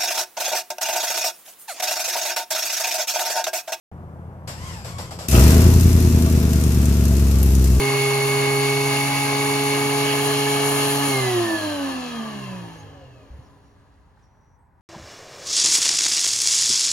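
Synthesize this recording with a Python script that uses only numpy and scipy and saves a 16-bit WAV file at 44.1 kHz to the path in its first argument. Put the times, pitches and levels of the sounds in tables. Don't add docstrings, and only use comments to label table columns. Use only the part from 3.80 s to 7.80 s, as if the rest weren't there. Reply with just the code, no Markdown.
import sys
import numpy as np
from scipy import signal
from scipy.fft import rfft, irfft
from scipy.io import wavfile

SR = 44100
rng = np.random.default_rng(int(sys.argv[2]) if len(sys.argv) > 2 else 0)


def generate_wav(sig):
    pcm = np.round(np.clip(np.atleast_2d(sig).T, -1, 1) * 32767).astype(np.int16)
    wavfile.write(sys.argv[1], SR, pcm)


N = 176400
T = np.arange(N) / SR
HZ = np.fft.rfftfreq(N, 1 / SR)
STARTER_ON_S, STARTER_OFF_S, CATCH_S = 0.674, 1.3, 1.484


def amp(db):
    return 10 ** (np.asarray(db) / 20)


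def unit_rms(x, start_s=0):
    return x / np.sqrt(np.mean(x[..., T >= start_s] ** 2) + 1e-20)


def spectrum(points):
    f, value = np.transpose(points)
    return np.interp(np.log(HZ + 1), np.log(f + 1), value)


def colour(x, db):
    cepstrum = irfft(np.log(amp(np.maximum(db, -100))), N)
    cepstrum[1:N // 2] *= 2
    cepstrum[N // 2 + 1:] = 0
    taps = irfft(np.exp(rfft(cepstrum)), N)[:8192]
    return signal.fftconvolve(np.atleast_2d(x), taps[None], axes=1)[:, :N]


def resonate(x, hz, width_hz):
    turn = np.exp(2j * np.pi * np.cumsum(hz * np.ones(N)) / SR)
    r = np.exp(-np.pi * width_hz / SR)
    return unit_rms((turn * signal.lfilter([1], [1, -2 * r, r * r], x / turn)).real)


def clicks(times, db):
    at = np.round(times * SR).astype(int)
    keep = (at >= 0) & (at < N)
    return np.bincount(at[keep], amp(db)[keep], N)


def puffs(train, rise_s, fall_s):
    shape = (1 - np.exp(-T / rise_s)) * np.exp(-T / fall_s)
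    return signal.fftconvolve(train, shape / shape.max())[:N]


# f/Hz, correlation
MIC_LIKENESS = [(30, 1), (250, 0.9), (500, 0.991), (1000, 0.98), (1800, 0.12), (4000, 0.145),
                (12000, 0.024)]
def noise():
    left, other = rfft(rng.standard_normal((2, N)))
    same = np.clip(spectrum(MIC_LIKENESS), -1, 1)
    return irfft(np.array([left, same * left + np.sqrt(1 - same ** 2) * other]), N)


# thump/dB, delay/ms, hiss/dB, burble/dB
CYLINDERS = [(-2, 1.575, -0.5, 0), (2.5, 0.478, -6.5, -14.5), (-1.5, 1.645, 2.5, -20),
             (1.5, 0.309, -18, -24), (5.5, 0.037, -4, -9.5), (-5.5, 1.47, -2.5, -18.5),
             (4, 0.52, -8, -20.5), (-3.5, 1.634, -0.5, -11)]
def firings(rate_hz, start_s, level_spread_db=0.7, time_spread_ms=0.15, hiss_spread_db=1.8):
    count = np.cumsum(rate_hz * (T >= start_s)) / SR
    k = np.arange(int(count[-1]) + 1)
    thump_db, delay_ms, hiss_db, burble_db = np.array(CYLINDERS)[k % len(CYLINDERS)].T
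    spreads = [time_spread_ms, level_spread_db, hiss_spread_db]
    slip_ms, stray_db, hiss_stray_db = (rng.standard_normal((512, 3))[k] * spreads).T
    times = T[np.searchsorted(count, k, "right")] + (delay_ms + slip_ms) / 1000
    return times, thump_db + stray_db, hiss_db + hiss_stray_db, burble_db + stray_db


# f/Hz, relative level/dB
FAR_THUMP = [(25, -34.5), (55, -5.5), (84, 0.5), (130, -4), (190, -9), (260, -18), (450, -21), (1000, -27),
             (4000, -95)]
FAR_RUSH = [(30, -14), (60, -11.5), (110, 2), (180, -4.5), (280, -13.5), (450, -16.5), (780, -15.5),
            (1000, -18.5), (1480, -26), (2200, -37.5), (4000, -50.5), (14000, -52.5)]
def far_engine(firing_hz=83.4):
    times, thump_db, _, _ = firings(firing_hz, start_s=0)
    thump = unit_rms(colour(clicks(times, thump_db), spectrum(FAR_THUMP)))
    rush = unit_rms(colour(noise(), spectrum(FAR_RUSH)))
    return amp(-39.5) * thump + amp(-40) * rush


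# t/s, rattle/dB, length/s, chug/dB
STROKES = [(0.673, -34.5, .05, -40), (1.044, -40, .07, -42), (1.181, -36.5, 0.055, -37),
           (1.306, -38, 0.05, -40), (1.386, -37, 0.085, -38.5)]
# f/Hz, relative level/dB
GEAR_RATTLE = [(330, -30), (480, -0.5), (830, -7.5), (1200, -2.5), (1970, -8.5), (2830, -8.5), (4200, -9.5),
               (4900, -3.5), (6500, -12.5), (7700, -2.5), (8700, -17.5), (12700, -14.5), (15000, -48)]
# t/s, f/Hz
GEAR_MESH = [(.674, 390), (.71, 730), (.76, 870), (.81, 980), (.86, 1100), (.91, 980), (.96, 890),
             (1.03, 780), (1.1, 1150), (1.47, 940)]
# multiple of the mesh rate, level/dB
WHINE_PARTIALS = [(1, -45), (2, -51), (3, -53), (6, -54), (9, -58)]
def starter(whirr_db=-52, free_spin_db=-45.5, rise_s=0.0037, sag=0.15):
    load, squeeze, since = np.zeros((3, N))
    for start, rattle_db, length, chug_db in STROKES:
        stroke = np.clip((T - start) / rise_s, 0, 1) * np.exp(-((T - start) / length) ** 2)
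        load += amp(rattle_db) * stroke
        squeeze += amp(chug_db) * stroke
        since = np.where(T >= start, T - start, since)
    on = np.clip((T - STARTER_ON_S) / 0.0104, 0, 1) * (T < STARTER_OFF_S)
    free_spin = np.exp(-((T - 0.8924) / 0.1) ** 2)
    whirr = on * (amp(whirr_db) + amp(free_spin_db) * free_spin)
    rattle = unit_rms(colour(noise(), spectrum(GEAR_RATTLE))) * (load + whirr)
    chug_hz = 330 + 460 * np.exp(-since / 0.063)
    chug = squeeze * resonate(noise(), chug_hz, width_hz=510)
    mesh_hz = np.interp(T, *np.transpose(GEAR_MESH)) * (1 - sag * load / load.max())
    whine = sum(amp(db) * resonate(noise(), k * mesh_hz, width_hz=k * 55) for k, db in WHINE_PARTIALS)
    return rattle + chug + whine * on * (0.5 + 0.5 * free_spin)


# f/Hz, relative level/dB
CRANK_RUMBLE = [(20, -20), (45, -10), (80, 2.5), (130, -2.5), (220, -17), (400, -34), (2000, -57)]
def cranking(rise_s=0.14):
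    swell = np.clip((T - STARTER_ON_S) / rise_s, 0, 1) * (T < STARTER_OFF_S)
    return amp(-38) * swell * unit_rms(colour(noise(), spectrum(CRANK_RUMBLE)))


def crackling(grains_per_s=2700, spread_db=18, share=0.25):
    size = amp(spread_db * np.minimum(rng.exponential(1, N), 4))
    grains = unit_rms(size * (rng.random(N) < grains_per_s / SR) * rng.choice([-1, 1], N))
    return unit_rms(noise() + share * grains)


def thumps(times, db, corner_hz=150):
    lowpass_db = -10 * np.log10(1 + (HZ / corner_hz) ** 2)
    soft, steep = clicks(times, db), clicks(times, 2 * db)
    return -(steep + colour(soft - steep, lowpass_db))


def burble(times, db, hz=231, rise_s=0.003, fall_s=0.008):
    ring = (1 - np.exp(-T / rise_s)) * np.exp(-T / fall_s) * np.sin(2 * np.pi * hz * T)
    return -amp(-16.5) * signal.fftconvolve(clicks(times, db), ring / ring.max())[:N]


# t/s, f/Hz
FIRING_RATE = [(1.48, 70.35), (1.56, 60.54), (1.68, 75.77), (1.8, 82.19), (2.0, 84.67), (2.2, 82.38),
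               (2.5, 78.62), (2.8, 75.0), (3.1, 71.81), (3.5, 68.35), (4.0, 64.0)]
# t/s, factor on the thumps' dB and the burble's gain
LOPE = [(1.5, 0.52), (2.3, 0.846), (3.0, 0.64), (3.5, 0.4)]
# t/s, thump/dB, rasp/dB, hiss/dB
EFFORT = [(1.482, -3.5, 8.5, 7), (1.513, -2.5, 0, 5.5), (1.526, 5, 11.5, 10.5), (1.6, 5.5, 12.5, 9),
          (1.7, 6, 10.5, 6.5), (1.861, 4.5, 5, 1), (2.0, 3, 0.5, 1), (2.5, 0.5, 1, -2), (3.1, 1, 0, -2.5),
          (4.0, 1.5, -1, -2)]
# f/Hz, width/Hz, lift/dB
PIPE_MODES = [(346.4, 39.4, 8), (423, 19, 1), (543, 22, 2), (649.8, 34.6, 12.5), (792, 31, 5), (975, 30, 5),
              (1172, 28.5, 4.5), (1357, 41.5, 3), (2499, 39, 2.5)]
# f/Hz, relative level/dB
THUMP_COLOUR = [(20, -38.5), (35, -11), (52, 3), (68, 7), (88, 4.5), (115, 2.5), (145, -5), (180, -2.5),
                (250, -10.5), (320, -21.5), (430, -23), (550, -50.5), (900, -48.5), (2000, -67),
                (8000, -62)]
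RASP_COLOUR = [(25, -26.5), (60, -2.5), (120, -5.5), (220, -5.5), (320, -10.5), (430, -6.5), (600, -18.5),
               (1000, -21.5), (1600, -22), (3000, -29), (6000, -28.5), (16000, -96)]
HISS_COLOUR = [(300, -52), (1000, -8), (2000, -7), (2700, 0), (3200, -5), (4100, -2.5), (5500, 1),
               (7500, 1.5), (8700, -2.5), (12000, 0), (15000, -2)]
def near_engine(hiss_lead_s=0.0018, steady_gas=0.61, steady_jet=0.505):
    rate_hz = np.interp(T, *np.transpose(FIRING_RATE))
    times, thump_db, hiss_db, burble_db = firings(rate_hz, CATCH_S)
    thump_db = thump_db * np.interp(times, *np.transpose(LOPE))
    effort_s, *levels = np.transpose(EFFORT)
    push, gas_gain, jet_gain = (amp(np.interp(T, effort_s, db)) for db in levels)
    running = T >= CATCH_S
    pipe_db = sum(db / (1 + (2 * (HZ - hz) / width) ** 2) for hz, width, db in PIPE_MODES)
    thump = colour(thumps(times, thump_db) * push, spectrum(THUMP_COLOUR) + pipe_db)
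    ring = push * np.interp(T, *np.transpose(LOPE)) * burble(times, burble_db)
    gas = puffs(clicks(times, thump_db), rise_s=0.00019, fall_s=0.03) + steady_gas * running
    rasp = colour(gas * gas_gain * noise(), spectrum(RASP_COLOUR) + pipe_db)
    escapes = clicks(times - hiss_lead_s, hiss_db)
    jet = puffs(escapes, rise_s=0.00079, fall_s=0.00618) + steady_jet * running
    hiss = colour(jet * jet_gain * crackling(), spectrum(HISS_COLOUR))
    return (amp(-14) * unit_rms(thump, start_s=2.86) + ring
            + amp(-28.5) * unit_rms(rasp, start_s=1.675)
            + amp(-34.5) * unit_rms(hiss, start_s=3))


# t/s, relative level/dB
SPITS = [(1.4853, -16.5), (1.511, -20), (1.8043, -21), (2.0086, -18.5), (2.4219, -22), (2.7317, -22),
         (2.837, -22), (2.919, -24), (3.055, -20.5), (3.2534, -24), (3.367, -24), (3.7504, -21.5),
         (3.8426, -22)]
def spits(ticks_per_s=35):
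    bright_db = spectrum([(500, -26), (3000, -13), (7000, -0.5), (14000, -6.0)])
    bright = unit_rms(colour(crackling(), bright_db))
    size = amp(-34.5 + 0.5 * np.minimum(rng.exponential(1, N), 2))
    ticks = size * (rng.random(N) < ticks_per_s / SR) * (T > CATCH_S)
    cracks = amp(-3.5) * puffs(clicks(*np.transpose(SPITS)), rise_s=0.00062, fall_s=0.0038)
    return bright * (cracks + puffs(ticks, rise_s=0.00043, fall_s=0.0013))


# t/s, f/Hz, width/Hz, level/dB, fall/s
BARKS = [(1.491, 2620, 150, -35, .012), (1.532, 1260, 350, -25, .022), (1.55, 2700, 900, -25, .012),
         (1.565, 620, 400, -23, .03), (1.58, 1150, 600, -25, .011)]
def barks(rise_s=0.0011):
    return sum(resonate(noise(), hz, width) * puffs(clicks(np.array([start]), [db]), rise_s, fall)
               for start, hz, width, db, fall in BARKS)


# t/s, level/dB
SNAPS = [(3.630, -16), (3.636, -21)]
def snaps():
    envelope = puffs(clicks(*np.transpose(SNAPS)), rise_s=0.0002, fall_s=0.0012)
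    return envelope * resonate(noise(), hz=13000, width_hz=4000)


# delay t/s, level/dB
ECHOES = [(0.0168, -19), (0.0334, -12.5), (.052, -31.5)]
def driveway(x, t60_s=0.399, scatter_db=-7):
    tail_db = spectrum([(300, -30), (1000, 0)]) + spectrum([(3000, -1.5), (14000, -5.5)])
    tail = colour(noise(), tail_db) * amp(-60 * T / t60_s) * (T > 0.006)
    taps = amp(scatter_db) * tail / np.linalg.norm(tail[0]) + clicks(*np.transpose(ECHOES))
    return x + signal.fftconvolve(x, taps, axes=1)[:, :N]


# f/Hz, level/dB
LEFT_LEVEL = [(60, 1.1), (280, 1.8), (550, .7), (1000, 1.8), (2300, 3.3), (5000, 2.6), (8000, 4.7),
              (14000, 4)]
# f/Hz, phase/rad
LEFT_LEAD = [(20, 0), (70, .1), (250, .33), (550, .6), (1000, 1.4), (1640, 2.2), (2840, 6.2), (4000, 8.6),
             (5680, 12), (8000, 16.6), (11500, 22.5), (15000, 29)]
def scene():
    near = near_engine() + spits() + snaps() + barks() + starter() + cranking()
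    both = rfft(driveway(near) + far_engine(), axis=1)
    left = amp(spectrum(LEFT_LEVEL) / 2)
    right = np.exp(-1j * spectrum(LEFT_LEAD)) / left
    return irfft(both * np.array([left, right]), N)


def record(dry, open_s=0.115, cutoff_hz=14850):
    rounded = dry / (1 + dry ** 8) ** (1 / 8)
    lowpass = signal.firwin(401, cutoff_hz, window=("kaiser", 9), fs=SR)
    return signal.oaconvolve(rounded * (T >= open_s), lowpass[None], "same")


dry = scene()
out = record(dry)
generate_wav(out)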